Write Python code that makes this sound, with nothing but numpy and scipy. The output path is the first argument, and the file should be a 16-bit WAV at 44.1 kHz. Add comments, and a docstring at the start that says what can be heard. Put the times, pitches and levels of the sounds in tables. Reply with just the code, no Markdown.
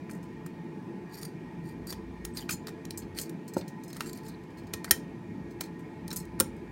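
"""A small room with a desk: steel handcuffs are closed round a wrist, close to the listener.
The toothed bow scrapes and squeaks by stick-slip; pawl and lock case click, clack and twice snap home
hard, as noise bursts over decaying modes. Chain links clink in chattering bounces or sing on one note,
and dull knocks excite the desk. Behind them are filtered fan noise with a wavering low hum
and a faint low rumble that comes and goes."""
import sys
import numpy as np
from scipy import signal
from scipy.fft import rfft, irfft, next_fast_len
from scipy.io import wavfile
from scipy.ndimage import uniform_filter1d, map_coordinates

SR = 44100
rng = np.random.default_rng(int(sys.argv[2]) if len(sys.argv) > 2 else 0)


def put_to_file(sound):
    """Save the sound as 16-bit audio at rate SR, in the file named by the first command-line argument."""
    columns = np.atleast_2d(sound).T  # one column per channel
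    safe = np.clip(columns, -1, 1)
    whole_steps = np.round(safe * 32767)
    wavfile.write(sys.argv[1], SR, whole_steps.astype(np.int16))


N = 295911

# modes of lock case and bow: (frequency [Hz], relative level [dB], t60 before damping [s])
CASE_MODES = [(943, -15.5, 0.05), (1320, 4, 0.039), (1570, -2.5, 0.069), (1845, -0.5, 0.087),
              (2425, -3, 0.067), (3110, -7.5, 0.074), (4045, -6, 0.043), (4040, 0.5, 0.044),
              (4490, 0.5, 0.0408), (5310, -4, 0.059), (5470, -13, 0.044), (6190, -10, 0.05),
              (7020, -3.5, 0.058), (6850, -11, 0.0537), (7340, -6.5, 0.055), (8500, 2, 0.037),
              (8940, -0.5, 0.0509), (9110, 5, 0.037), (9400, -5, 0.038), (9550, -3, 0.039),
              (9800, 1, 0.045), (11130, -8, 0.044), (11360, 0.5, 0.039), (12300, 3.5, 0.034),
              (13300, -3.5, 0.039), (13070, -8, 0.038), (15290, -5, 0.037)]
# spectrum of the crack of steel on steel: (frequency [Hz], relative density [dB per Hz])
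CRACK_SPECTRUM = [(200, 2.5), (700, 4.5), (1100, 4), (1400, 6.5), (2300, 3), (3000, -3.5), (4000, 1),
                  (7000, 3.5), (9500, 0), (13000, -1.5), (16000, 1)]


def amp(db):
    """Amplitude ratio: 20 dB correspond to a factor of ten."""
    return 10 ** (np.asarray(db) / 20)


def unit(x):
    """Normalization by mean power: x at rms 1."""
    return x / np.sqrt(np.mean(x ** 2) + 1e-20)


def crest(x, size=88):
    """Normalization by short-time power: the loudest two milliseconds have rms 1."""
    return x / np.sqrt(uniform_filter1d(x ** 2, size, mode="constant").max())


def along(points, hz):
    """Interpolation of (frequency [Hz], value) points on a logarithmic frequency axis."""
    f, v = np.transpose(points)
    return np.interp(np.log(hz + 1), np.log(f + 1), v)


def filtered(x, response):
    """Linear filtering: the spectrum of x times a response of frequency."""
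    m = next_fast_len(len(x) + SR // 10, real=True)
    spectrum = rfft(x, m) * response(np.fft.rfftfreq(m, 1 / SR))
    return irfft(spectrum, m)[:len(x)]


def noise(response, size):
    """Coloured noise: white noise shaped by a response, at rms 1."""
    return unit(filtered(rng.standard_normal(size), response))


def fade(t, t60):
    """Exponential damping: a decay of 60 dB in t60 seconds."""
    return np.exp(-np.log(1000) * t / max(t60, 1e-3))


def ring(modes, t, scatter_db):
    """Modal superposition: a blow at a new spot gives each mode a new strength and phase."""
    total = np.zeros(len(t))
    for hz, db, t60 in modes:
        strength = amp(db + scatter_db * rng.standard_normal())
        total += strength * fade(t, t60) * np.sin(2 * np.pi * (hz * t + rng.random()))
    return total


def rough_ring(hz, t, t60, waver_hz):
    """Frequency modulation: the ring of a loose part wavers as it chatters against its seat."""
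    pitch = hz + waver_hz * noise(lambda f: 1 / (1 + (f / 300) ** 4), len(t))
    return np.sin(2 * np.pi * np.cumsum(pitch) / SR) * fade(t, t60)


def spot(depth_db, size=72):
    """Modal selectivity: every contact spot on the steel favours other resonances."""
    ripple_db = depth_db * np.clip(rng.standard_normal(size), -1.8, 1.8)
    grid_hz = np.linspace(0, SR / 2, size)

    def colour(hz):
        ripple = np.interp(hz, grid_hz, ripple_db) * hz / (hz + 1000)  # flatter in the bass
        return amp(along(CRACK_SPECTRUM, hz) + ripple)
    return colour


def wobble(knots_per_s):
    """Slow random modulation: a smooth curve through random knots."""
    knots = np.arange(N) * knots_per_s / SR
    return map_coordinates(rng.standard_normal(int(knots[-1]) + 4), [knots])


def smooth_field(shape, bands, frames):
    """Correlated fluctuation: a random field smoothed over frequency and time, at rms 1."""
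    over_bands = uniform_filter1d(rng.standard_normal(shape), size=bands, axis=0)
    return unit(uniform_filter1d(over_bands, size=frames, axis=1))


def patchy(x, depth_db):
    """Turbulent modulation: noise whose bands swell and sink independently."""
    z = signal.stft(x, nperseg=1024)[2]
    eddies = smooth_field(z.shape, bands=4, frames=9)
    return signal.istft(z * amp(depth_db * eddies), nperseg=1024)[1][:N]


def add(track, s, sound):
    """Superposition: mix a sound in at s seconds."""
    part = track[max(round(s * SR), 0):][:len(sound)]
    part += sound[:len(part)]


def in_room(x, wet_db):
    """Reverberation: a diffuse tail, damped by frequency, builds up over a few milliseconds."""
    # reverberation of the room: (frequency [Hz], t60 [s])
    room_decay = [(200, 0.43), (1500, 0.22), (6000, 0.21), (15000, 0.135)]
    hz, t, z = signal.stft(rng.standard_normal(SR // 3), SR, nperseg=256)
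    decay = amp(-60 * t / along(room_decay, hz)[:, None])
    tail = signal.istft(z * decay * (1 - np.exp(-t / 0.0017)), SR, nperseg=256)[1]
    return x + amp(wet_db) * signal.fftconvolve(x, tail / np.linalg.norm(tail))[:len(x)]


def rumble():
    """Modulated narrow-band noise: a faint low rumble comes and goes."""
    mean_db, swing_db = -58, 3
    # course of the rumble before its random swing: (time [s], level against mean_db [dB])
    rumble_course = [(0, 3), (.3, 4.5), (.5, -3), (1.15, -10), (1.5, 1), (2.349, 6.5), (2.75, -3), (3.2, 6),
                     (3.45, -18), (3.9, 6), (5.4, -0.5), (6.7, 5.5)]
    course_db = np.interp(np.arange(N) / SR, *np.transpose(rumble_course))
    level_db = mean_db + course_db + swing_db * wobble(knots_per_s=4)
    # (frequency [Hz], relative density [dB per Hz])
    spectrum = [(20, -45.0), (40, -15.5), (57, 7.5), (74, -8.0), (95, 7), (140, -30.5), (400, -97.5)]
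    return amp(level_db) * noise(lambda hz: amp(along(spectrum, hz)), N)


def fan():
    """Resonant flow noise: moving air hums in a few resonances, and its lowest hum wavers."""
    # rush of the fan: (frequency [Hz], relative density [dB per Hz])
    air_spectrum = [(20, -57), (56, -30), (80, -32.5), (110, -7), (165, 0), (250, -0.5), (360, -6.5),
                    (560, -18.5), (1000, -24), (1400, -28), (2400, -30.5), (3100, -35), (6000, -42.5),
                    (11000, -50.5), (16000, -54.5)]
    # resonances that the air excites: (frequency [Hz], width [Hz], lift [dB])
    duct_modes = [(107, 5.2, 6), (168.3, 33.6, 6), (342.8, 36, 9.5), (434.7, 19.4, 10), (670, 14, 6),
                  (872.4, 63.4, 15.5), (1001.4, 28, 13.5), (1670, 64, 8.5), (1862, 76, 16), (2182, 46, 11),
                  (2372, 35, 11.5), (2470, 90, 6)]

    def response(hz):
        lift_db = sum(db / (1 + (2 * (hz - c) / w) ** 2) for c, w, db in duct_modes)
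        return amp(along(air_spectrum, hz) + lift_db)

    air = amp(-41.5) * unit(patchy(noise(response, N), depth_db=1.66))
    low = filtered(air, lambda hz: 1 / (1 + (hz / 230) ** 8))
    return air - low + low * amp(-0.8 * wobble(knots_per_s=13))


def knocks():
    """Damped impact: flesh softens the cuff's blow to wrist and desk; a heavy push thumps the arm."""
    # dull knocks: (time [s], relative level [dB], relative weight of the low thump [dB],
    # t60 of the hand's damping [s], softness cut-off [Hz])
    knock_events = [(3.566, -18.5, -15.5, 0.032, 720), (3.5765, -32, -12, 0.045, 560),
                    (4.739, -33, -10, 0.06, 500), (4.912, -28, 1, 0.16, 420),
                    (6.404, -21.5, -7.5, 0.15, 1100)]
    # modes of wrist and desk: (frequency [Hz], relative level [dB], t60 before damping [s])
    desk_modes = [(169.7, -9.5, 0.059), (261, -3, 0.045), (327, 6, 0.026), (451, -6.5, 0.022),
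                  (526, -4.5, 0.25), (915, -2, 0.037), (1370, -3.5, 0.048)]
    out, t = np.zeros(N), np.arange(SR // 3) / SR
    for s, db, weight_db, t60, soft_hz in knock_events:
        thud = ring(desk_modes, t, scatter_db=1) * fade(t, t60) * (1 - np.exp(-t / .0015))
        soft_band = signal.butter(2, [140, soft_hz], "band", fs=SR, output="sos")
        thud = signal.sosfilt(soft_band, thud)
        thump = np.sin(2 * np.pi * 82 * t) * fade(t, 0.13) * (1 - np.exp(-t / 0.0074))
        knock = crest(thud) + amp(weight_db - 0.5) * thump
        add(out, s, amp(db - 0.5) * in_room(knock, wet_db=-14.0))
    return out


def pings():
    """Free vibration: a link that hangs clear of its neighbours rings on, nearly pure."""
    # singing links: (time [s], frequency [Hz], level [dB], t60 [s])
    ping_events = [(2.335, 8240, -53, .15), (2.51, 7028, -39, 0.19), (2.51, 9000, -42, 0.14),
                   (3.882, 5200, -56, 0.22), (4.057, 7500, -48, 0.26), (6.162, 8180, -48, 0.15)]
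    out, t = np.zeros(N), np.arange(SR // 3) / SR
    for s, hz, db, t60 in ping_events:
        ping = rough_ring(hz, t, t60, waver_hz=25) * (1 - np.exp(-t / .001))
        add(out, s, amp(db) * ping)
    return out


def stirs():
    """Irregular excitation: the moving hand stirs links; rows of (time [s], level [dB], brightness [dB])."""
    # spells of stirring: (start [s], length [s], relative level before scatter [dB])
    stir_spells = [(3.858, 0.15, -46), (4.014, 0.32, -46.5), (4.493, 0.22, -52)]
    touches_per_s, scatter_db, bright_db = 22, 5.5, -18
    touches = []
    for start, length, db in stir_spells:
        count = max(round(length * touches_per_s), 1)
        for k, (late, strength) in enumerate(rng.random((count, 2))):
            s = start + length * (k + late) / count
            touches.append((s, db + scatter_db * (2 * strength - 1), bright_db))
    return touches


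def chain():
    """Repeated impact: a link lands, then chatters on its neighbours in ever weaker bounces."""
    # links falling on each other: (time [s], relative level [dB], weight of the brightness curve [dB])
    clink_events = [(0.1, -44, 10), (0.111, -38.5, 8), (0.15, -47.5, 13), (0.229, -48.5, 3),
                    (2.495, -27, 13), (2.508, -21, 0), (2.5255, -24.5, 3), (2.975, -27, 15),
                    (3.021, -42, -31), (3.177, -32, -5), (3.189, -32, 4), (3.198, -25.5, 1),
                    (3.214, -26, 13), (3.479, -38, -2), (3.5362, -36, 1), (3.569, -35, -15),
                    (3.58, -33.5, -5), (3.836, -40, 3), (3.88, -40.5, 8), (4.02, -38, 5), (4.282, -41, 13),
                    (4.583, -46.5, -14), (5.508, -49.5, -5), (5.6365, -36, -12), (5.793, -52, 9),
                    (6.1609, -23, 13), (6.1654, -24.5, 10), (6.201, -38, 7), (6.565, -55, 9)]
    # modes of the links: (frequency [Hz], relative level [dB], t60 before damping [s])
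    link_modes = [(4230, 1, 0.28), (4350, 3, 0.15), (5060, 7, 0.2), (5530, -22, .1), (6300, 8.5, 0.094),
                  (6660, 1, 0.075), (7028, 5.5, 0.18), (7500, -12, 0.56), (8040, 14.5, 0.055),
                  (8150, -12.5, 0.057), (8600, -5, .053), (9300, 2, 0.07), (9370, 7, 0.085),
                  (9700, -7, .05), (11500, 0.5, 0.15), (12200, -7, .1), (12700, 3, 0.057), (13600, -6, .13),
                  (13950, 4, .1), (14500, -11, .033)]
    rattle_s = .029  # all bounces fall within this time
    damp_t60_s = 0.15  # links lie against each other and the hand, which shortens their ring
    # (frequency [Hz], share of the brightness weight)
    brightness = [(3800, -0.12), (6300, 0.42), (12500, 0.7), (16000, 0.21)]
    out, t = np.zeros(N), np.arange(SR // 5) / SR
    for s, db, bright_db in clink_events + stirs():
        clink = np.zeros(len(t))
        for late in np.append(0, rng.random(size=6)):
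            colour = spot(depth_db=4)
            tick = noise(lambda hz: colour(hz) * hz / (hz + 3000), len(t)) * fade(t, 0.036)
            tuning = 1 + .012 * rng.standard_normal()  # neighbouring links differ slightly
            tone = ring(link_modes, t * tuning, scatter_db=4) * fade(t, damp_t60_s)
            contact = crest(tone) + amp(2.5) * crest(tick)
            bounce_db = -12 * late - 5.6 * (late > 0)
            add(clink, late * rattle_s, amp(bounce_db) * contact)
        # a glancing touch is brighter than a flat one
        clink = filtered(clink, lambda hz: amp(bright_db * along(brightness, hz)))
        add(out, s, amp(db - 8.5) * crest(in_room(clink, wet_db=-15.5)))
    return out


def stroke(t, length):
    """Contact pressure: a push takes hold, swells to its peak and lets go."""
    grip_s, swell_db, release_t60_s = 0.006, 15, 0.11
    swell = amp(swell_db * (np.clip(t / length, 0, 1) - 1))
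    return np.clip(t / grip_s, 0, 1) * swell * fade(np.maximum(t - length, 0), release_t60_s)


def scrape(slips_per_s=800, spread_db=5, jerk_db=2.0):
    """Sliding friction: steel advances on steel in tiny uneven slips that ring the bow."""
    # strokes of the bow in the lock case: (start [s], length of the push [s], relative level [dB])
    scrape_strokes = [(1.09, 0.045, -55), (1.139, 0.004, -50), (1.15, 0.032, -51.5), (1.183, .011, -51),
                      (1.204, 0.028, -43), (1.24, 0.0084, -54), (1.635, 0.059, -51), (1.868, 0.03, -38.5),
                      (1.895, 0.017, -52), (2.345, 0.026, -37.5), (2.385, 0.024, -43.5),
                      (3.145, 0.038, -41), (3.2, 0.04, -47), (3.948, 0.019, -50), (4.045, 0.036, -45.5),
                      (4.135, 0.027, -56), (4.21, 0.078, -53.5), (4.873, 0.0097, -51)]
    # resonances of the sliding bow: (frequency [Hz], width [Hz], relative level [dB])
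    bow_modes = [(1870, 400, -12.5), (4500, 380, 4.5), (4820, 300, 4.5), (4910, 280, -3.5), (5530, 270, -9),
                 (6560, 120, -21.5), (7000, 200, -7), (8000, 188, -5.5), (8500, 550, -6.5), (9630, 150, 0),
                 (11440, 140, -6), (12300, 380, -10.5), (13270, 350, -4), (14150, 250, -16.5),
                 (15580, 200, -24)]
    t = np.arange(N) / SR
    pressure = sum(amp(db) * stroke(t - s, length) for s, length, db in scrape_strokes)
    jerks = amp(jerk_db * noise(lambda hz: 1 / (1 + (hz / 50) ** 4), N))  # the bow advances in fits
    slip_strength = amp(spread_db * np.clip(rng.standard_normal(N), -2, 1.5))
    slips = (rng.random(N) < slips_per_s / SR) * slip_strength
    rub = jerks * (unit(slips) + .3 * rng.standard_normal(N))

    def bow_response(f):
        total = 0
        for k, (c, w, db) in enumerate(bow_modes):
            # neighbouring modes move in opposite phase
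            total = total + (-1) ** k * amp(db) * 1j * f * w / (c * c - f * f + 1j * f * w)
        return total

    grit = unit(filtered(rub, lambda hz: amp(along(CRACK_SPECTRUM, hz))))
    rasp = unit(filtered(rub, bow_response)) + amp(-3.5) * grit
    # the contact point travels, so the resonances keep trading strength
    z = signal.stft(rasp, nperseg=256)[2]
    drift = smooth_field(z.shape, bands=3, frames=7)
    rasp = signal.istft(z * amp(3.5 * drift), nperseg=256)[1][:N]
    return in_room(amp(-2.0) * pressure * unit(rasp), wet_db=-11)


def squeaks(width_hz=200):
    """Stick-slip oscillation: short gritty squeals sink and weaken as the bow slows."""
    # squeals: (time [s], length [s], starting pitch [Hz], share of the pitch lost [1], relative level [dB])
    squeak_events = [(1.867, 0.047, 4770, 0.04, -44.5), (1.926, 0.021, 3570, 0.084, -47),
                     (2.367, 0.033, 4300, 0.054, -43), (2.386, 0.021, 3800, .08, -47),
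                     (2.405, 0.036, 3270, .07, -45.5), (4.28, 0.055, 4360, 0.071, -54),
                     (4.339, .02, 4230, .03, -53.5)]
    weaken_db, chatter_depth_db = 10, 0.5
    out = np.zeros(N)
    for s, length, start_hz, sag, db in squeak_events:
        u = np.linspace(0, 1, round(length * SR))
        pitch = start_hz * (1 - sag * np.sin(np.pi * u / 2))
        phase = 2 * np.pi * np.cumsum(pitch) / SR
        grip = noise(lambda hz: 1 / (1 + (hz / width_hz) ** 2), len(u))
        chatter_db = chatter_depth_db * noise(lambda hz: 1 / (1 + (hz / 200) ** 4), len(u))
        envelope = amp(db - weaken_db * u) * 2 * np.sqrt(u * (1 - u))
        add(out, s, envelope * unit(grip * amp(chatter_db)) * np.sin(phase))
    return out


def clacks():
    """Paired resonance: a tap or levering of the bow rings the hollow case on two wavering pitches."""
    # taps: (time [s], lower ring [Hz], upper ring [Hz], level of each ring [dB], t60 [s])
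    clack_events = [(1.1425, 4550, 5440, -46, 0.032), (2.37, 4210, 4920, -35.5, .05),
                    (2.493, 1440, 2510, -22.5, 0.021), (2.504, 2460, 3160, -41.5, 0.084),
                    (3.61, 3600, 4150, -48, 0.048), (3.93, 4180, 6500, -44.5, 0.033),
                    (3.961, 1226, 1900, -47, 0.11), (4.007, 1250, 2690, -28.5, 0.024),
                    (4.043, 1590, 2770, -53, .07), (4.132, 4500, 6900, -45, 0.036),
                    (4.176, 4600, 9300, -49, 0.037), (4.877, 1490, 1977, -40, 0.046),
                    (6.08, 4060, 8740, -43, 0.023), (6.1055, 4040, 5308, -41, 0.055),
                    (6.1127, 4005, 5350, -38.5, .045), (6.131, 4005, 5340, -47, 0.033),
                    (6.2, 4200, 5308, -48, .05)]
    out, t = np.zeros(N), np.arange(SR // 5) / SR
    for s, lower_hz, upper_hz, db, t60 in clack_events:
        clack = sum(rough_ring(hz, t, t60, waver_hz=130) for hz in (lower_hz, upper_hz))
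        add(out, s, amp(db) * in_room(clack * (1 - np.exp(-t / .001)), wet_db=-14.0))
    return out


def ratchet():
    """Impact excitation: each click is a dense crack plus the ring of the case, damped by the hand."""
    # pawl and bow striking the case: (nominal time [s], relative level [dB], relative level of the body
    # [dB], t60 of the crack's slower part [s], weight of the brightness curve [dB])
    click_events = [(0.094, -49.5, 11, 0.044, -6), (0.462, -35, -6.5, 0.038, 5), (1.215, -38, -22, 0.03, 7),
                    (1.87, -31.5, -20, .02, 9), (1.888, -40, -16, .02, -3), (1.9246, -28, -8, 0.055, -6),
                    (2.2497, -20.5, -21, 0.02, 2.5), (2.3706, -25.5, -39, 0.055, -1),
                    (2.4905, -25, -7.5, 0.081, -27), (2.6698, -27.5, -13, 0.025, -13),
                    (2.6811, -34, -1.5, 0.067, -10), (2.69, -36.5, -9, 0.02, -4),
                    (2.852, -31.5, -16, 0.0086, -15), (2.9067, -23, -30, 0.0092, -12.5),
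                    (3.186, -19, -24, 0.024, -10), (3.294, -33.5, -27, .025, 0),
                    (3.6104, -39, -13, 0.05, -26), (3.6789, -36.5, -27, 0.09, -3),
                    (3.929, -33, -14, .03, 0), (3.966, -32, -13, .035, -2),
                    (4.0057, -22.5, -4.5, 0.032, -8), (4.06, -36, -8, .015, -6),
                    (4.066, -38, -16, .012, -5), (4.074, -35, -18, .015, 0), (4.095, -34, -16, 0.018, -4),
                    (4.13, -30, -26, 0.017, 1), (4.173, -37.5, -27, 0.018, -7), (4.255, -45, -17, .03, 5),
                    (4.436, -51.5, -15, .03, -15), (4.7357, -18.5, -15.5, 0.033, -11),
                    (4.8437, -24.5, -7.5, 0.05, -6.5), (5.608, -18, -14, 0.04, -7),
                    (6.079, -29.5, -23, 0.017, -8), (6.104, -31, -19, 0.032, -10),
                    (6.113, -29.5, -9.5, 0.033, -14), (6.128, -25, -17, 0.077, 4),
                    (6.252, -43, -20, .02, -3), (6.392, -36, -5, 0.11, -5.5)]
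    climb_db = -27  # the pawl's rub, against the click's tabled level
    brightness = [(4500, 0.12), (9000, 0.71)]  # (frequency [Hz], share of the brightness weight)
    out, t = np.zeros(N), np.arange(SR // 4) / SR
    for s, db, body_db, t60, bright_db in click_events:
        colour = spot(depth_db=3.5)
        crack = noise(colour, len(t)) * (fade(t, t60) + fade(t, 0.0103))
        steel = ring(CASE_MODES, t, scatter_db=1.5) * fade(t, 3 * t60)
        click = (crest(crack) + amp(-5) * crest(steel)) * (1 - np.exp(-t / .0004))
        # a firm push moves the whole case; a sharp edge brings out the highest ring
        body = filtered(click, lambda hz: 1 / (1 + (hz / 2500) ** 6))
        edge = filtered(click - body, lambda hz: amp(bright_db * along(brightness, hz)))
        strike = crest(edge) + amp(body_db + 5.5) * crest(body)
        add(out, s + .0005, amp(db - 10.0) * in_room(strike, wet_db=-13.5))
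        # the pawl rubs up the tooth just before it drops
        climb = np.linspace(0, 1, SR // 125)
        rub = climb ** 2 * noise(colour, len(climb))
        add(out, s - len(climb) / SR, amp(db + climb_db) * rub)
    return out


def snaps():
    """Impact and rebound: the lock slams home; case and pawl ring roughly while loose parts buzz on."""
    # slams: (time [s], relative level [dB], weight of the brightness curve [dB], weight of the hollowness
    # curve [dB], rebound delay [s], rebound level [dB], ring of the case [Hz], its relative level [dB],
    # ring of the pawl [Hz], its relative level [dB])
    slam_events = [(4.9095, -6, -0.5, -3, 0.0037, -6.5, 1869, -11, 9670, -16.5),
                   (6.4006, -11, -1, 1.5, 0.0055, -3, 1355, -10.5, 8940, 0)]
    # the bright crash before its weighting: (frequency [Hz], relative density [dB per Hz])
    crash_spectrum = [(200, -7.5), (530, -3), (680, -3), (1050, -1.5), (1350, -4.5), (2100, -6),
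                      (2700, -8.5), (3900, -0.5), (4500, -5.5), (4950, -7), (5300, 3.5), (6100, -2),
                      (7000, 4.5), (7900, -4), (8700, 5), (9800, 3.5), (10600, -8), (11400, 3), (13500, 2),
                      (14300, -4), (15600, 2.5)]
    # loose parts buzzing on: (frequency [Hz], relative density [dB per Hz])
    clatter_spectrum = [(200, -15.5), (900, -9), (1500, -4), (2200, 3), (3000, -1), (4200, -1.5),
                        (4800, -2), (5500, 2.5), (7200, 2.5), (9000, -4.5), (11000, -6), (13500, -2.5),
                        (16000, -6.5)]
    crash_t60_s, clatter_t60_s, impact_t60_s = 0.01904, 0.15, 0.00535
    case_t60_s, pawl_t60_s = .06, 0.03
    clatter_db, impact_db, steel_db = -25.5, 0.5, -10
    settle_db = -18  # a second, weaker rebound against the first
    upper_ratio, upper_db = 1.105, -1.5  # the pawl's second ring, against its first
    out, t = np.zeros(N), np.arange(SR // 4) / SR
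    for s, db, bright_db, hollow_db, rebound_s, rebound_db, case_hz, case_db, pawl_hz, pawl_db in slam_events:
        def colour(hz):
            bright = bright_db * along([(3000, 0), (12000, 0.92)], hz)
            hollow = hollow_db * along([(1100, 0.97), (1600, 0.026)], hz)
            return amp(along(crash_spectrum, hz) + bright + hollow)

        clatter = noise(lambda hz: amp(along(clatter_spectrum, hz)), len(t))
        snap = amp(clatter_db) * clatter * fade(t, clatter_t60_s)
        blows = [(0, 0), (rebound_s, rebound_db), (2 * rebound_s, rebound_db + settle_db)]
        for late, level_db in blows:
            crash = noise(colour, len(t)) * fade(t, crash_t60_s)
            add(snap, late, amp(level_db) * crest(crash))
        # the first hard contact is nearly all treble
        impact = noise(lambda hz: colour(hz) * hz ** 2, len(t)) * fade(t, impact_t60_s)
        snap += amp(impact_db) * crest(impact)
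        snap += amp(steel_db) * crest(ring(CASE_MODES, t, scatter_db=4))
        snap += amp(case_db) * rough_ring(case_hz, t, case_t60_s, waver_hz=69.3)
        for hz, ring_db in [(pawl_hz, pawl_db), (upper_ratio * pawl_hz, pawl_db + upper_db)]:
            snap += amp(ring_db) * rough_ring(hz, t, pawl_t60_s, waver_hz=265)
        snap = crest(snap * (1 - np.exp(-t / .0002)))
        add(out, s, amp(db) * in_room(snap, wet_db=-17.5))
    return out


def scene():
    """Superposition of sources: the cuffs in front of the room's hum, as one channel."""
    background = fan() + rumble()
    links_and_wrist = chain() + pings() + knocks()
    sliding = scrape() + squeaks()
    lock = ratchet() + snaps() + clacks()
    return (background + links_and_wrist + sliding + lock)[None]


def record(dry):
    """Band limitation: the deepest bass is thinned and the top of the treble cut off steeply."""
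    thin = signal.sosfilt(signal.butter(2, 30, "high", fs=SR, output="sos"), dry)
    top_hz = 15900
    return signal.sosfilt(signal.cheby1(12, .2, top_hz, fs=SR, output="sos"), thin)


dry = scene()
out = record(dry)
put_to_file(out)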